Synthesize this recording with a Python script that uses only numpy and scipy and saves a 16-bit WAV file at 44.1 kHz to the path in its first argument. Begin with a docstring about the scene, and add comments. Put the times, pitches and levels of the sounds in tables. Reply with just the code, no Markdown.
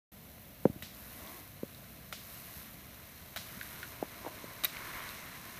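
"""Roller skier on a wet forest path

A skier double-poles toward and past the listener. Hard pole tips bite the asphalt in pairs,
ringing the shafts, and the trunks scatter each click. The wheels roll, clack and throw a fine spray.
A few soft knocks sound right at the microphone, over a faint rumble and hiss."""
import sys
import numpy as np
from scipy import signal
from scipy.fft import rfft, irfft, next_fast_len
from scipy.io import wavfile
from scipy.ndimage import uniform_filter1d

SR = 44100
rng = np.random.default_rng(int(sys.argv[2]) if len(sys.argv) > 2 else 0)


def to_wav(s):
    """Save 16-bit WAV."""
    ch = np.atleast_2d(s).T  # columns
    pcm = np.round(np.clip(ch, -1, 1) * 32767)  # PCM
    wavfile.write(sys.argv[1], SR, pcm.astype(np.int16))


N = 246519

# pole plants: start_s, crack_db, ping_db, skid_db, skid_s, treble_tilt_db_per_octave, ring_db, echo_db
POLE_PLANTS = [(0.824, -31, -31, -43.5, 0.0016, -3, -13, -19), (0.826, -31, -43, -46, 0.002, 1, -19, -18.5),
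               (2.1261, -29, -51, -38.5, 0.0039, -4, -36, -15),
               (2.1283, -37, -52, -44, 0.0016, -2, -34, -22),
               (3.3615, -26.5, -45, -37.5, 0.0055, -3, -15, -15),
               (3.372, -21.5, -42, -41, 0.0054, -2, -19, -16), (4.637, -32, -40, -31, 0.0051, -1, -16, -18),
               (4.6464, -26, -10, -26.5, .006, 1, -6.5, -15)]
def poles(echo_ring_db=-12, low_cut_hz=380):
    """Left and right tips land milliseconds apart on each stroke; the thin poles radiate little bass."""
    out = np.zeros(N)
    for start_s, *strike, ring_db, echo_db in POLE_PLANTS:
        add(out, start_s, tip_strike(*strike, ring_db))
        add(out, start_s, undb(echo_db) * forest_echo(ring_db + echo_ring_db))
    return signal.sosfilt(signal.butter(1, low_cut_hz, "high", fs=SR, output="sos"), out)


# tone of a hard tip on asphalt: freq_hz, level_db
TIP_SPECTRUM = [(100, -11), (400, -4), (650, 2.5), (900, -6.5), (1300, 0.5), (2100, 2), (2900, -1),
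                (3900, 1.5), (4600, -7), (7500, -8), (10500, -7), (13300, 0.5), (15500, -2.5)]
def tip_strike(crack_db, ping_db, skid_db, skid_s, tilt_db, ring_db, size=8192):
    """The tip pings on the asphalt and skids until it bites; crack and skid ring the shaft."""
    ping_hz, ping_s, crack_decay_s, skid_decay_s = 13100, .00009, .0012, .0035
    t = np.arange(size) / SR
    ping = (t / ping_s / 2) ** 2 * np.exp(2 - t / ping_s) * np.sin(2 * np.pi * ping_hz * t)
    crack = rng.standard_normal(size) * np.exp(-t / crack_decay_s)
    crack[0] += undb(12)  # the clean first blow that sets the shaft ringing
    skid = grains(14000, 1.2)[:size] * np.exp(-np.maximum(t - skid_s, 0) / skid_decay_s)
    crack, skid = (colour(shaft(x, ring_db), TIP_SPECTRUM, tilt_db=tilt_db) for x in (crack, skid))
    crack /= np.abs(crack).max()
    skid /= np.std(skid[:int(skid_s * SR) + 2])
    return undb(ping_db) * ping + undb(crack_db) * crack + undb(skid_db) * skid


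# ring of the pole shaft: pitch_hz, level_db, t60_s
SHAFT_MODES = [(1470, -26.5, 0.043), (1970, -24.5, 0.039), (2410, -30, 0.036), (3828, -16, 0.025),
               (5800, -24, .018), (8470, -23.5, 0.023), (12840, -22, .008)]
def shaft(contact, ring_db):
    """The contact sounds directly and also rings the hollow pole."""
    t = np.arange(SR // 10) / SR
    ring = sum(undb(db - 60 * t / t60) * np.cos(2 * np.pi * hz * t) for hz, db, t60 in SHAFT_MODES)
    return contact + signal.fftconvolve(contact, undb(ring_db) * ring)[:len(contact)]


# tone of the echo off the trunks: freq_hz, level_db
TRUNK_SPECTRUM = [(200, -24), (1000, -15), (2200, 2), (3000, 2.5), (3900, 4.5), (5500, 0.5), (8000, -5.5),
                  (14000, -6)]
def forest_echo(ring_db, near_t60_s=0.38, far_t60_s=0.95, far_db=-15, build_s=0.0016, size=32768):
    """The ringing click is scattered by near trunks, then faintly by the deeper wood."""
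    t = np.arange(size) / SR
    decay = undb(-60 * t / near_t60_s) + undb(far_db - 60 * t / far_t60_s)
    scatter = rng.standard_normal(size) * decay * (1 - np.exp(-t / build_s))
    echo = colour(shaft(scatter, ring_db), TRUNK_SPECTRUM)
    return echo / np.sqrt(np.sum(echo ** 2))


# pushes on the poles: start_s, attack_s, length_s, roll_rise_db, spray_rise_db
POLE_PUSHES = [(.83, 0.28, 0.49, 6.5, 6.5), (2.13, 0.19, 0.47, 4.5, 7), (3.356, 0.18, 0.43, 5.5, 5.5),
               (4.63, 0.2, 0.44, 6.5, 4)]
# stretches of rough asphalt: centre_s, half_width_s, level_db
ROUGH_ASPHALT = [(1.292, 0.16, -54), (4.353, 0.35, -55.5)]
def wheels(speed_m_s=5.64, passes_s=5.225, closest_m=4.69):
    """The wheels grow with nearness and swell on each push and over rough asphalt."""
    along_m = speed_m_s * (np.arange(N) / SR - passes_s)
    # inverse distance; each layer takes a share, the hiss least, so it carries furthest
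    distance_db = 20 * np.log10(closest_m / np.hypot(along_m, closest_m))
    load_db = sum(roll_db * effort(*timing) for *timing, roll_db, _ in POLE_PUSHES)
    wet_db = sum(spray_db * effort(*timing) for *timing, _, spray_db in POLE_PUSHES)
    rough = sum(undb(db) * swell(centre_s, width_s) for centre_s, width_s, db in ROUGH_ASPHALT)
    return (roll(distance_db, load_db) + tread(distance_db, wet_db, rough)
            + spray(distance_db, wet_db) + drone(distance_db, load_db, rough))


def effort(start_s, attack_s, length_s, release_s=0.22, recovery_s=0.95):
    """One stroke's drive builds, holds, lets go, and returns a little as the skier straightens up."""
    t = np.arange(N) / SR - start_s
    push = np.clip(t / attack_s, 0, 1) * np.clip(1 - (t - length_s) / release_s, 0, 1)
    return push + 0.21 * swell(start_s + recovery_s, half_width_s=0.25)


# midrange whirr of the wheels: freq_hz, level_db
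ROLL_SPECTRUM = [(200, -10), (650, -12), (830, -13), (980, -2), (1250, -3), (1480, -2.5), (2200, -2),
                 (2600, -10), (3200, -12), (8000, -38)]
def roll(distance_db, load_db):
    """Asphalt grit drums the wheels, harder under load."""
    whirr = unit(colour(grains(9000, 0.7), ROLL_SPECTRUM)) * undb(0.87 * wander(35))
    return whirr * undb(-53 + 0.94 * distance_db + load_db)


# sizzle of the wet tread: freq_hz, level_db
TREAD_SPECTRUM = [(1500, -23.5), (2600, 0.5), (3300, -5), (4100, 3), (4600, -6), (5200, -4.5), (6200, -2.5),
                  (7400, -10.5), (8600, -5.5), (15000, -18.5)]
def tread(distance_db, wet_db, rough, grit_db=-10):
    """The tread peels off the wet surface and scrapes on the rough stretches."""
    sizzle = unit(colour(grains(12000, 2.45), TREAD_SPECTRUM)) * undb(0.29 * wander(29.66))
    return sizzle * np.hypot(undb(-56 + 0.66 * distance_db + 0.67 * wet_db), undb(grit_db) * rough)


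# airy fizz of the droplets: freq_hz, level_db
SPRAY_SPECTRUM = [(5000, -10), (8000, -11), (9800, -10.5), (10500, -1.5), (11500, -1.5), (12700, 2),
                  (14200, 0.5), (15300, -15)]
def spray(distance_db, wet_db):
    """The wheels fling fine droplets, louder on each push."""
    fizz = unit(colour(grains(25000, 3.3), SPRAY_SPECTRUM)) * undb(0.5 * wander(25.2))
    return fizz * undb(-56 + 0.23 * distance_db + wet_db)


# peaks of the rolling drone: pitch_hz, width_hz, level_db
DRONE_PEAKS = [(310, 200, -3.5), (670, 126, -2), (1040, 148, -0.5), (2067, 320, -9)]
def drone(distance_db, load_db, rough):
    """A gritty midrange drone, loudest on rough stretches."""
    peaks = sum(undb(db) * resonate(grains(6000, 0.67), hz, width) for hz, width, db in DRONE_PEAKS)
    return unit(peaks) * np.hypot(undb(-58.5 + 0.99 * distance_db + 0.49 * load_db), rough)


# ski clacks: start_s, peak_db, pitch_hz
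CLACK_HITS = [(1.274, -39, 3800), (1.748, -41.5, 4300), (1.841, -48, 1680), (3.6128, -28.5, 1780),
              (3.8302, -29, 1700), (3.8335, -38, 1660), (4.2595, -36, 1010), (4.2785, -32, 714),
              (4.769, -31.5, 2410), (5.091, -33.5, 4380)]
# tone of a clack: pitch_ratio, level_db
CLACK_SPECTRUM = [(.2, -17), (.7, -25), (.85, 8.5), (1.12, 0.5), (1.35, -8), (2.4, -12.5), (4, -30)]
def clacks():
    """Skis, bindings and grit under the wheels give short, hard clacks."""
    return blows(CLACK_HITS, CLACK_SPECTRUM, tail_db=-33, tail_t60_s=0.1)


# close knocks: start_s, peak_db, pitch_hz
KNOCK_HITS = [(.6535, -18.5, 570), (.6548, -8, 349), (.698, -28, 185), (.7605, -36, 212), (.829, -40, 146),
              (1.6325, -24, 354), (2.567, -42, 131), (3.571, -40, 150), (4.0268, -19.5, 528),
              (4.249, -32.5, 694), (4.2645, -27.5, 670), (4.2705, -30, 526), (4.4415, -34, 378)]
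# tone of a knock: pitch_ratio, level_db
KNOCK_SPECTRUM = [(.1, -66), (.3, -3.5), (.55, 6), (1.6, 2.5), (2.05, -20), (3, -20.5), (5.5, -29.5),
                  (9, -55), (40, -57)]
def knocks():
    """Soft, dull knocks sound right at the microphone."""
    return blows(KNOCK_HITS, KNOCK_SPECTRUM, tail_db=-41, tail_t60_s=0.094)


def blows(hits, spectrum, tail_db, tail_t60_s, size=4096):
    """Heavily damped blows of a cycle or two, each with a faint short rattle."""
    out, t = np.zeros(N), np.arange(size) / SR
    for start_s, peak_db, pitch_hz in hits:
        force = rng.standard_normal(size) * undb(tail_db - 60 * t / tail_t60_s)
        force[0] += 1  # the impact ahead of the rattle
        blow = colour(force, spectrum, scale=pitch_hz)
        add(out, start_s, undb(peak_db) * blow / np.abs(blow).max())
    return out


# forest ambience: freq_hz, level_db
WOODS_SPECTRUM = [(20, -34), (40, -10.5), (60, 0.5), (130, 0), (220, -3), (380, -14.5), (680, -9.5),
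                  (830, -19), (1030, -22), (2200, -20.5), (4100, -27), (5000, -36.5), (9000, -34),
                  (13000, -21)]
def woods(level_db=-53.5):
    """A bed of distant low rumble and light, even hiss."""
    return unit(colour(rng.standard_normal(N), WOODS_SPECTRUM)) * undb(level_db + 0.5 * wander(6.68))


def grains(per_s, spread_db):
    """Dense tiny impacts, a few much larger than the rest."""
    hit = rng.random(N) < per_s / SR
    strength = undb(spread_db * np.minimum(rng.exponential(size=N), 6))
    return unit(hit * strength * rng.standard_normal(N))


def wander(rate_hz):
    """Slow random drift at rms 1: held steps, smoothed twice."""
    hold = int(SR / rate_hz)
    steps = np.repeat(rng.standard_normal(N // hold + 1), hold)
    return unit(uniform_filter1d(uniform_filter1d(steps, hold), hold)[:N])


def resonate(x, hz, width_hz):
    """A resonance with steep skirts: a narrow band-pass after a wider one."""
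    wide = signal.lfilter(*signal.iirpeak(hz, hz / width_hz / 2, SR), x)
    return signal.lfilter(*signal.iirpeak(hz, hz / width_hz, SR), wide)


def colour(x, spectrum, scale=1, tilt_db=0):
    """Causal EQ curve, shifted in pitch by scale and tilted per octave in the treble."""
    size = 2 * next_fast_len(len(x) // 2 + 2048)
    hz, db = np.transpose(spectrum)
    bin_octaves = np.log2(np.maximum(np.arange(size // 2 + 1) * SR / size, 1))
    treble_octaves = np.maximum(np.log2(hz / 1500), 0)
    curve_db = np.interp(bin_octaves, np.log2(hz * scale), db + tilt_db * treble_octaves)
    cepstrum = irfft(np.log(undb(curve_db)))
    cepstrum[1:size // 2] *= 2  # fold to minimum phase, so nothing rings ahead of a hit
    cepstrum[size // 2 + 1:] = 0
    return irfft(rfft(x, size) * np.exp(rfft(cepstrum)))[:len(x)]


def swell(centre_s, half_width_s):
    """A smooth rise and fall."""
    return np.exp(-((np.arange(N) / SR - centre_s) / half_width_s) ** 2)


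def add(out, start_s, x):
    """Mix x into out at start_s."""
    i = int(start_s * SR)
    out[i:i + len(x)] += x[:len(out) - i]


def undb(db):
    """Decibels to gain."""
    return 10 ** (np.asarray(db) / 20)


def unit(x):
    """Scale to rms 1."""
    return x / np.sqrt(np.mean(x ** 2))


def scene():
    """Skier, close knocks and woods, in mono."""
    return (poles() + wheels() + knocks() + clacks() + woods())[None]


def record(dry, opens_s=0.117, fade_s=0.004, top_hz=15200):
    """The microphone opens after a moment and cuts the highest treble."""
    fade_in = np.clip((np.arange(N) / SR - opens_s) / fade_s, 0, 1)
    return signal.sosfilt(signal.ellip(10, .2, 70, top_hz, fs=SR, output="sos"), dry * fade_in)


dry = scene()
out = record(dry)
to_wav(out)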